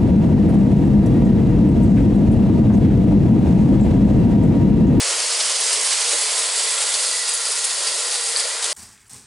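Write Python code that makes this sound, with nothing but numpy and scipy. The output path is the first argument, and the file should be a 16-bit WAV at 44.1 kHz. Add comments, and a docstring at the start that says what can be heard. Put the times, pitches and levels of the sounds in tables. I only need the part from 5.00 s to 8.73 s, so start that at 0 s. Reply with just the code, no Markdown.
"""A clockwork toy train circles on metal track on a hard floor, moving away from the microphone.
Its gear teeth tick densely in the little body: trains of tiny impacts, filtered, with a fuzzy mesh note.
Wheels rumble, loose wheels and couplings chatter in short gated bursts, and small parts ping.
Rail joints clack with a knock and a ring of close modes; the track thuds softly on the floor.
A small room answers in stereo with a short diffuse tail, over a faint, uneven low rumble.
"""
import sys
import numpy as np
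from scipy import signal
from scipy.fft import rfft, irfft
from scipy.io import wavfile
from scipy.ndimage import uniform_filter1d

SR = 44100
rng = np.random.default_rng(int(sys.argv[2]) if len(sys.argv) > 2 else 0)


def store_wav(level_fs):
    """Save 16-bit WAV to argv[1]."""
    pcm = np.round(np.clip(np.atleast_2d(level_fs), -1, 1) * 32767)
    wavfile.write(sys.argv[1], SR, pcm.T.astype(np.int16))


N = 164493
T = np.arange(N) / SR
HZ = np.fft.rfftfreq(N, 1 / SR)

# Relative spectrum of the faint low rumble: pitch_hz, level_db
RUMBLE_COLOUR = [(30, -14), (48, -13), (75, -3), (110, -4), (200, 5), (400, -6), (2000, -34)]
# Likeness of left and right in the room: pitch_hz, likeness (0 to 1)
STEREO_LIKENESS = [(60, 1), (170, 0.89), (490, 0.92), (1420, 0.81), (4080, 0.89), (11700, 0.89)]
# Left minus right as the train goes round: time_s, level_db
PAN = [(0, 0.2), (.9, -1.5), (1.7, -.9), (2.6, -0.4), (3.73, .3)]
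# Soft thuds of the track on the floor, before smoothing: start_s, level_db
THUDS = [(.41, -51), (.445, -53.5), (.565, -59), (.595, -54), (.73, -54), (.755, -67), (.8, -55),
         (.835, -58), (2.69, -59)]
# Relative spectrum of the thuds: pitch_hz, level_db
THUD_COLOUR = [(20, -21), (70, -10), (120, 0), (180, 10.5), (260, 11), (500, -40)]
# Rolling wheels, before the roll trim: time_s, level_db
ROLL_LEVEL = [(0.03, -37), (0.1, -35.5), (0.26, -43.5), (0.35, -41), (0.5, -42.5), (0.8, -37), (0.87, -46),
              (0.94, -52), (1.02, -40), (1.09, -40.5), (1.13, -33), (1.17, -40.5), (1.55, -39),
              (1.8, -40.5), (2.13, -40.5), (2.2, -44.5), (2.44, -49), (2.49, -38), (2.53, -47.5),
              (2.74, -42.5), (2.81, -37.5), (2.92, -41.5), (3.15, -39.5), (3.23, -47), (3.41, -38),
              (3.55, -43), (3.63, -45), (3.69, -39.5)]
# Relative spectrum of the rolling: pitch_hz, level_db
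ROLL_COLOUR = [(40, -45), (130, -37), (250, -30), (290, -19.5), (330, -6.5), (390, -6), (455, 4), (530, 2),
               (600, 3.5), (700, -1), (900, -39.5), (2000, -66.5)]
# Knocks of wheels on rail joints and of couplings: start_s, pitch_hz, knock_db, ring_db
CLACKS = [(.089, 8600, -20, -26), (.203, 4950, -18, -24), (.31, 5000, -22, -24), (.3505, 4900, -17, -26),
          (.5588, 4700, -18, -28), (.602, 10300, -20, -21), (.6105, 8700, -13, -26), (.739, 8500, -16, -29),
          (.921, 2000, -30, -30), (1.238, 4700, -19, -25), (1.383, 8000, -17, -24),
          (1.5965, 4700, -20, -25), (1.881, 10400, -22, -24), (1.9485, 4750, -18, -22),
          (2.005, 8600, -16, -27), (2.0608, 4700, -18, -27), (2.291, 8600, -15, -28),
          (2.336, 10200, -15, -21), (2.3447, 10300, -12, -20), (2.4495, 4800, -24, -23.5),
          (2.645, 9000, -17, -21), (2.8705, 4800, -14.5, -23), (3.3624, 4550, -6.5, -23),
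          (3.3694, 4650, -17, -25), (3.371, 8300, -11, -23), (3.3765, 4800, -22, -26),
          (3.3915, 4900, -18, -24), (3.449, 4600, -17, -28), (3.453, 570, -42, -28),
          (3.6445, 7800, -17, -29)]
# Bursts of wheel and coupling chatter: start_s, length_s, level_db, brightness_db
RATTLES = [(0.079, 0.054, -27, -6), (0.179, 0.028, -25.5, -7), (0.302, 0.052, -32, -24),
           (0.392, 0.025, -24, -11), (0.452, 0.012, -22.5, 9), (0.491, 0.033, -22.5, -2),
           (0.552, 0.017, -25.5, -10), (0.604, 0.076, -28, 5), (0.695, 0.026, -24, 0),
           (0.725, 0.026, -24, 5), (0.83, 0.062, -27, 14), (0.906, 0.033, -22.5, -6),
           (1.001, 0.029, -24.5, 3), (1.091, 0.056, -23, 4), (1.212, 0.034, -24, 8),
           (1.375, .028, -21.5, 2), (1.572, 0.028, -25.5, 9), (1.802, 0.041, -24.5, -5),
           (1.849, 0.039, -30, -5), (1.937, 0.025, -22.5, -3), (1.993, 0.012, -24, 9),
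           (2.277, 0.025, -23.5, 6), (2.335, 0.022, -31, 20), (2.451, 0.026, -28, -6),
           (2.497, 0.029, -23.5, 4), (2.552, 0.04, -27, 7), (2.642, 0.015, -24.5, 18),
           (2.695, 0.023, -25.5, 0), (2.863, 0.028, -26.5, -3), (2.973, 0.035, -30, -5),
           (3.107, 0.027, -29, 0), (3.139, .025, -25, -1), (3.259, 0.047, -26, 3), (3.372, 0.037, -23.5, 5),
           (3.436, 0.013, -28.5, -8), (3.626, 0.04, -24, -2)]
# Relative spectrum of the chatter: pitch_hz, level_db
RATTLE_COLOUR = [(200, -44.5), (450, -4), (1000, -4.5), (2500, -5), (3700, 1.5), (4600, 4), (5900, 2.5),
                 (7200, 3), (8500, 6), (11000, 0.5)]
# Gear whir, before the whir trim: time_s, level_db
WHIR_LEVEL = [(0, -22.8), (.09, -22.6), (.16, -24), (.23, -22.4), (.375, -23.8), (.45, -22.3), (.58, -22.8),
              (.66, -21.5), (.95, -22.3), (1.2, -21.8), (1.46, -22.9), (1.65, -21.9), (1.8, -22.5),
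              (2.05, -22.8), (2.25, -24.5), (2.42, -25.2), (2.55, -24.5), (2.74, -25), (2.81, -23.8),
              (3.0, -24.5), (3.33, -25), (3.5, -25.7), (3.61, -28.5), (3.73, -24.8)]
# Lower, hollow part of the whir, before its trim: time_s, level_db
HOLLOW_LEVEL = [(0.03, -28.5), (0.12, -29.5), (0.28, -31.5), (0.33, -32.5), (0.38, -30.5), (0.41, -27.5),
                (0.43, -31), (0.95, -30), (2.03, -32), (2.08, -33.5), (3.34, -33), (3.37, -29),
                (3.43, -32.5), (3.69, -32)]
# Relative spectrum of the hollow part: pitch_hz, level_db
HOLLOW_COLOUR = [(200, -54), (450, -22), (720, -6), (850, -5), (1050, -2.5), (1250, -4.5), (1550, -4.5),
                 (1700, -4), (2150, -3), (2600, -5.5), (3300, -5), (6000, -48)]
# Relative spectra of the whir on the near, right-hand and far parts of the circle: pitch_hz, level_db
NEAR_COLOUR = [(1290, -29), (2200, -9), (2940, -2.5), (3770, -5), (4430, 1), (7700, -0.5), (8350, 0),
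               (11000, -3.5), (14300, -35), (22000, -120)]
RIGHT_COLOUR = [(1290, -26), (2200, -16), (2520, -9.5), (3190, -8.5), (3340, -3), (3930, -4), (4460, -5),
                (5800, -7.5), (7440, -1), (8070, 1), (9360, -4.5), (10500, -1.5), (11000, -5.5),
                (14300, -46), (22000, -120)]
FAR_COLOUR = [(1290, -33), (2200, -19), (2420, -9.5), (2660, -7), (3230, -4.5), (3980, -1), (4290, -1.5),
              (4770, 1), (5920, -3), (6640, 0.5), (9110, 0.5), (10600, -1), (11000, -1.5), (14300, -51),
              (22000, -120)]
# Times that steer the near, right-hand and far colours: time_s
PLACE_TIMES = [0.64, 2.1, 2]
# Ringing of body and rails, before it follows the whir: pitch_hz, width_hz, near_db, far_db
BODY_MODES = [(470, 40, -46, -47), (620, 65, -51, -55.5), (988, 97, -50, -47), (1370, 34, -58, -45.5),
              (1432, 53, -58, -49), (3420, 120, -50, -49.5), (4680, 1240, -33.5, -31.5),
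              (5330, 370, -39, -57), (6670, 85, -41, -46), (8470, 1440, -34.5, -33.5),
              (9000, 300, -47, -43)]
# Gear mesh note, which follows the speed: time_s, pitch_hz, level_db
MESH = [(0, 2042, -49), (.25, 2020, -48), (.335, 2011, -37.5), (.38, 2012, -47), (1, 2020, -45.5),
        (1.24, 2030, -40.5), (1.38, 2020, -45), (1.7, 2016, -38), (1.82, 1998, -38.5), (1.89, 1998, -42),
        (2.16, 1982, -40), (2.42, 1920, -43.5), (2.55, 1901, -42), (2.95, 1891, -44.5), (3.2, 1945, -41.5),
        (3.73, 1960, -44)]

EDGE_HZ = 11040  # top of the recorded band
BODY_LOW_HZ = 342
WET_DB, ROOM_T60_S, ECHO_CHANGE_S, SIDE_DB = -8.5, 0.32, 0.25, 5
CHATTER_PER_S = 135  # impacts in the rolling and in the rattles
WHIR_TRIM_DB, HOLLOW_TRIM_DB, ROLL_TRIM_DB = -0.32, -1.5, -1.5
TICK_SPREAD_DB = 2.5
TEETH_PER_TICK, TICK_JITTER, TICK_S, TICK_BED = 7, 0.2, 0.001, 0.55
SPLIT_HZ = 6200  # coarse gears sound below this, fine gears above
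MESH_WAVER, MESH_FLUTTER_DB, MESH_FLUTTER_HZ = 0.009, 1.2, 22  # waver: rms fraction of pitch


def amp(db):
    """Decibels to gain."""
    return 10 ** (np.asarray(db) / 20)


def unit(x):
    """Scales to rms 1."""
    return x / np.sqrt(np.mean(x ** 2) + 1e-20)


def curve(rows, axis=1):
    """One column of a time table at every sample."""
    rows = np.array(rows)
    return np.interp(T, rows[:, 0], rows[:, axis])


def read(points):
    """A spectrum table at every frequency, joined along log frequency."""
    f, value = np.transpose(points)
    return np.interp(np.log(HZ + 1), np.log(f + 1), value)


def colour(x, points):
    """Causal filter with the given spectrum, falling steeply below it, and a power gain of 1."""
    octaves_below = np.log2(np.clip(HZ / max(points[0][0], 1), .01, 1))
    gain = np.maximum(unit(amp(read(points) + 24 * octaves_below)), 1e-5)
    # folding the cepstrum forward gives minimum phase
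    cepstrum = irfft(np.log(gain), N)
    cepstrum[1:N // 2] *= 2
    cepstrum[N // 2 + 1:] = 0
    return irfft(rfft(x) * np.exp(rfft(cepstrum)), N)


def noise(top_hz=EDGE_HZ):
    """Flat noise up to a frequency."""
    return unit(irfft(rfft(rng.standard_normal(N)) * (HZ < top_hz), N))


def fade(hits, seconds):
    """Each hit dies away exponentially."""
    return signal.lfilter([1], [1, -np.exp(-1 / (seconds * SR))], hits)


def strikes(rows):
    """Impulses from start_s, level_db rows."""
    out = np.zeros(N)
    for s, db in rows:
        out[int(s * SR)] += amp(db)
    return out


def ticks(rate, jitter, seconds, bed):
    """Uneven train of tiny scraping impacts over a bed of friction."""
    turns = np.cumsum(rate * (1 + jitter * noise(np.mean(rate) / 2))) / SR
    strength = amp(TICK_SPREAD_DB * np.clip(rng.standard_normal(N), -2, 2))
    hits = (np.diff(np.floor(turns), prepend=0) > 0) * strength
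    # powers add, so the squared hits fade in half the time
    power = bed ** 2 + fade(hits ** 2, seconds / 2)
    return unit(np.sqrt(power) * noise())


def no_bass(x):
    """The small body radiates no bass."""
    return signal.sosfilt(signal.butter(4, BODY_LOW_HZ, "high", fs=SR, output="sos"), x)


def resonate(x, hz, width):
    """A steep resonance that can follow a curve: shift to 0 Hz, low-pass twice, shift back."""
    turn = np.exp(2j * np.pi * np.cumsum(hz * np.ones(N)) / SR)
    r = np.exp(-np.pi * np.sqrt(2) * width / SR)
    envelope = signal.lfilter([(1 - r) ** 2], [1, -2 * r, r * r], x / turn)
    return unit(no_bass((turn * envelope).real))


def low_rumble():
    """Faint low noise behind the train, its level wandering unevenly."""
    return unit(colour(noise(), RUMBLE_COLOUR)) * amp(-87 + 8 * noise(9))


def room_tail():
    """Sparse random echoes that decay over the room's reverberation time."""
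    t = T[:SR // 3]
    taps = rng.standard_normal(len(t)) * (rng.random(len(t)) < 4000 / SR) * (t > .003)
    taps = taps * amp(-60 * t / ROOM_T60_S)
    return amp(WET_DB) * taps / np.linalg.norm(taps)


def room_echoes(x):
    """Overlapping stretches of sound, each with its own tail, as the train moves."""
    out, hop = np.zeros(N), int(ECHO_CHANGE_S * SR)
    for centre in range(0, N + hop, hop):
        at = np.arange(max(centre - hop, 0), min(centre + hop, N))
        stretch = x[at] * np.cos(np.pi / 2 * (at - centre) / hop)
        wet = signal.fftconvolve(stretch, room_tail())[:N - at[0]]
        out[at[0]:at[0] + len(wet)] += wet
    return out


def room(x):
    """Direct sound with a diffuse tail; a second set of echoes goes oppositely to left and right."""
    mid = (x + room_echoes(x)) / np.sqrt(1 + amp(WET_DB) ** 2)
    unlike = np.sqrt(np.clip(1 - read(STEREO_LIKENESS), 0, 1))
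    side = irfft(rfft(room_echoes(x)) * unlike, N) * amp(SIDE_DB)
    pan_db = curve(PAN)
    return np.array([(mid + side) * amp(pan_db / 2), (mid - side) * amp(-pan_db / 2)])


def track_thuds():
    """The track knocks softly on the floor: low noise in smoothed, dying pulses."""
    pulses = uniform_filter1d(strikes(THUDS), 400)
    return unit(colour(noise(), THUD_COLOUR)) * fade(pulses, seconds=0.02)


def rolling_wheels():
    """Wheels on the rails: dense uneven impacts, filtered low, swelling in lumps."""
    impacts = ticks(CHATTER_PER_S, jitter=0.37, seconds=0.0012, bed=0.53)
    roll = unit(colour(impacts, ROLL_COLOUR) * amp(1.5 * noise(14)))
    return roll * amp(curve(ROLL_LEVEL) + ROLL_TRIM_DB)


def clacks():
    """A very short knock at a joint or coupling, then a cluster of close modes rings in the metal."""
    knock_s, ring_s, rise_s, spread = .0005, .012, .001, .065  # spread: fraction of pitch
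    t, out = T[:SR // 12], np.zeros(N + SR)
    ring_shape = (1 - np.exp(-t / rise_s)) * np.exp(-t / ring_s)
    for s, hz, knock_db, ring_db in CLACKS:
        knock = np.sin(2 * np.pi * hz * t) * t / knock_s * np.exp(1 - t / knock_s)
        modes_hz = hz * (1 + spread * rng.standard_normal(size=(16, 1)))
        phases = rng.random(modes_hz.shape)
        ring = unit(np.sin(2 * np.pi * (modes_hz * t + phases)).sum(0))
        out[int(s * SR):][:len(t)] += amp(knock_db) * knock + amp(ring_db) * ring * ring_shape
    return no_bass(out[:N])


def rattles():
    """Loose parts bounce rapidly for a few hundredths of a second."""
    edge_s = .004
    impacts = ticks(CHATTER_PER_S, jitter=0.28, seconds=0.0076, bed=0.4)
    chatter = unit(colour(impacts, RATTLE_COLOUR))
    bright_share = np.clip(read([(4500, 0.17), (10500, 0.79)]), 0, 1)
    bright = irfft(rfft(chatter) * bright_share, N)
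    dull = chatter - bright
    out = np.zeros(N)
    for start, length, db, bright_db in RATTLES:
        gate = np.clip(np.minimum(T - start, start + length - T) / edge_s + .5, 0, 1)
        out += gate * amp(db) * (bright * amp(bright_db / 2) + dull * amp(-bright_db / 2))
    return out


def pings():
    """Small metal parts, shaken at random, each ring briefly at their own pitch."""
    low_hz, high_hz, per_s, decay_s = 6455, 10570, 150, 0.0073
    t, out = T[:SR // 12], np.zeros(N + SR)
    hz = rng.uniform(low_hz, high_hz, N)
    for at in np.flatnonzero(rng.random(N) < per_s / SR):
        out[at:at + len(t)] += np.sin(2 * np.pi * hz[at] * t) * np.exp(-t / decay_s)
    ringing = unit(colour(out[:N], [(low_hz / 2, 0), (high_hz, 0)]))
    return ringing * amp(curve(WHIR_LEVEL) - 10.5)


def body_ringing(far):
    """Noise through the modes of body and rails, their balance shifting with distance."""
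    out = np.zeros(N)
    for hz, width, near_db, far_db in BODY_MODES:
        out += resonate(noise(), hz, width) * amp(near_db + (far_db - near_db) * far)
    whir_db = curve(WHIR_LEVEL)
    return out * amp(whir_db - whir_db.mean())


def mesh_note(drive, mesh_hz):
    """The meshing teeth sing a fuzzy note: a narrow resonance that wavers and flutters."""
    wavering_hz = mesh_hz * (1 + MESH_WAVER * noise(MESH_FLUTTER_HZ))
    note = resonate(drive, wavering_hz, width=50)
    note = unit(note * amp(MESH_FLUTTER_DB * noise(MESH_FLUTTER_HZ)))
    return note * amp(curve(MESH, axis=2))


def clockwork():
    """Coarse and fine gears tick and whir at a rate tied to the mesh note; the body rings."""
    mesh_hz = curve(MESH)
    tick_rate = mesh_hz / TEETH_PER_TICK
    # two separate tick trains at one rate, each heard in its own band
    coarse = rfft(ticks(tick_rate, TICK_JITTER, TICK_S, TICK_BED))
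    fine = rfft(ticks(tick_rate, TICK_JITTER, TICK_S, TICK_BED))
    drive = irfft(np.where(HZ < SPLIT_HZ, coarse, fine), N) * amp(.5 * noise(30))
    # near fades towards right-hand; past the last listed time only far is heard
    shares = [np.interp(T, PLACE_TIMES, row) for row in np.eye(3)]
    colours = (NEAR_COLOUR, RIGHT_COLOUR, FAR_COLOUR)
    whir = sum(share * unit(colour(drive, c)) for share, c in zip(shares, colours))
    whir = whir * amp(curve(WHIR_LEVEL) + WHIR_TRIM_DB)
    hollow = unit(colour(ticks(tick_rate, TICK_JITTER, TICK_S, bed=0.99), HOLLOW_COLOUR))
    hollow = hollow * amp(curve(HOLLOW_LEVEL) + HOLLOW_TRIM_DB)
    return whir + hollow + body_ringing(far=1 - shares[0]) + mesh_note(drive, mesh_hz)


def scene():
    """The train in the room, over a faint, uneven low rumble."""
    train = track_thuds() + rolling_wheels() + clacks() + rattles() + pings() + clockwork()
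    return room(low_rumble() + train)


def record(dry):
    """The recorder's band limit: a steep low-pass."""
    low_pass = signal.firwin(1023, EDGE_HZ, window=("kaiser", 9), fs=SR)
    return signal.oaconvolve(dry, low_pass[None], "same")


dry = scene()
out = record(dry)
store_wav(out)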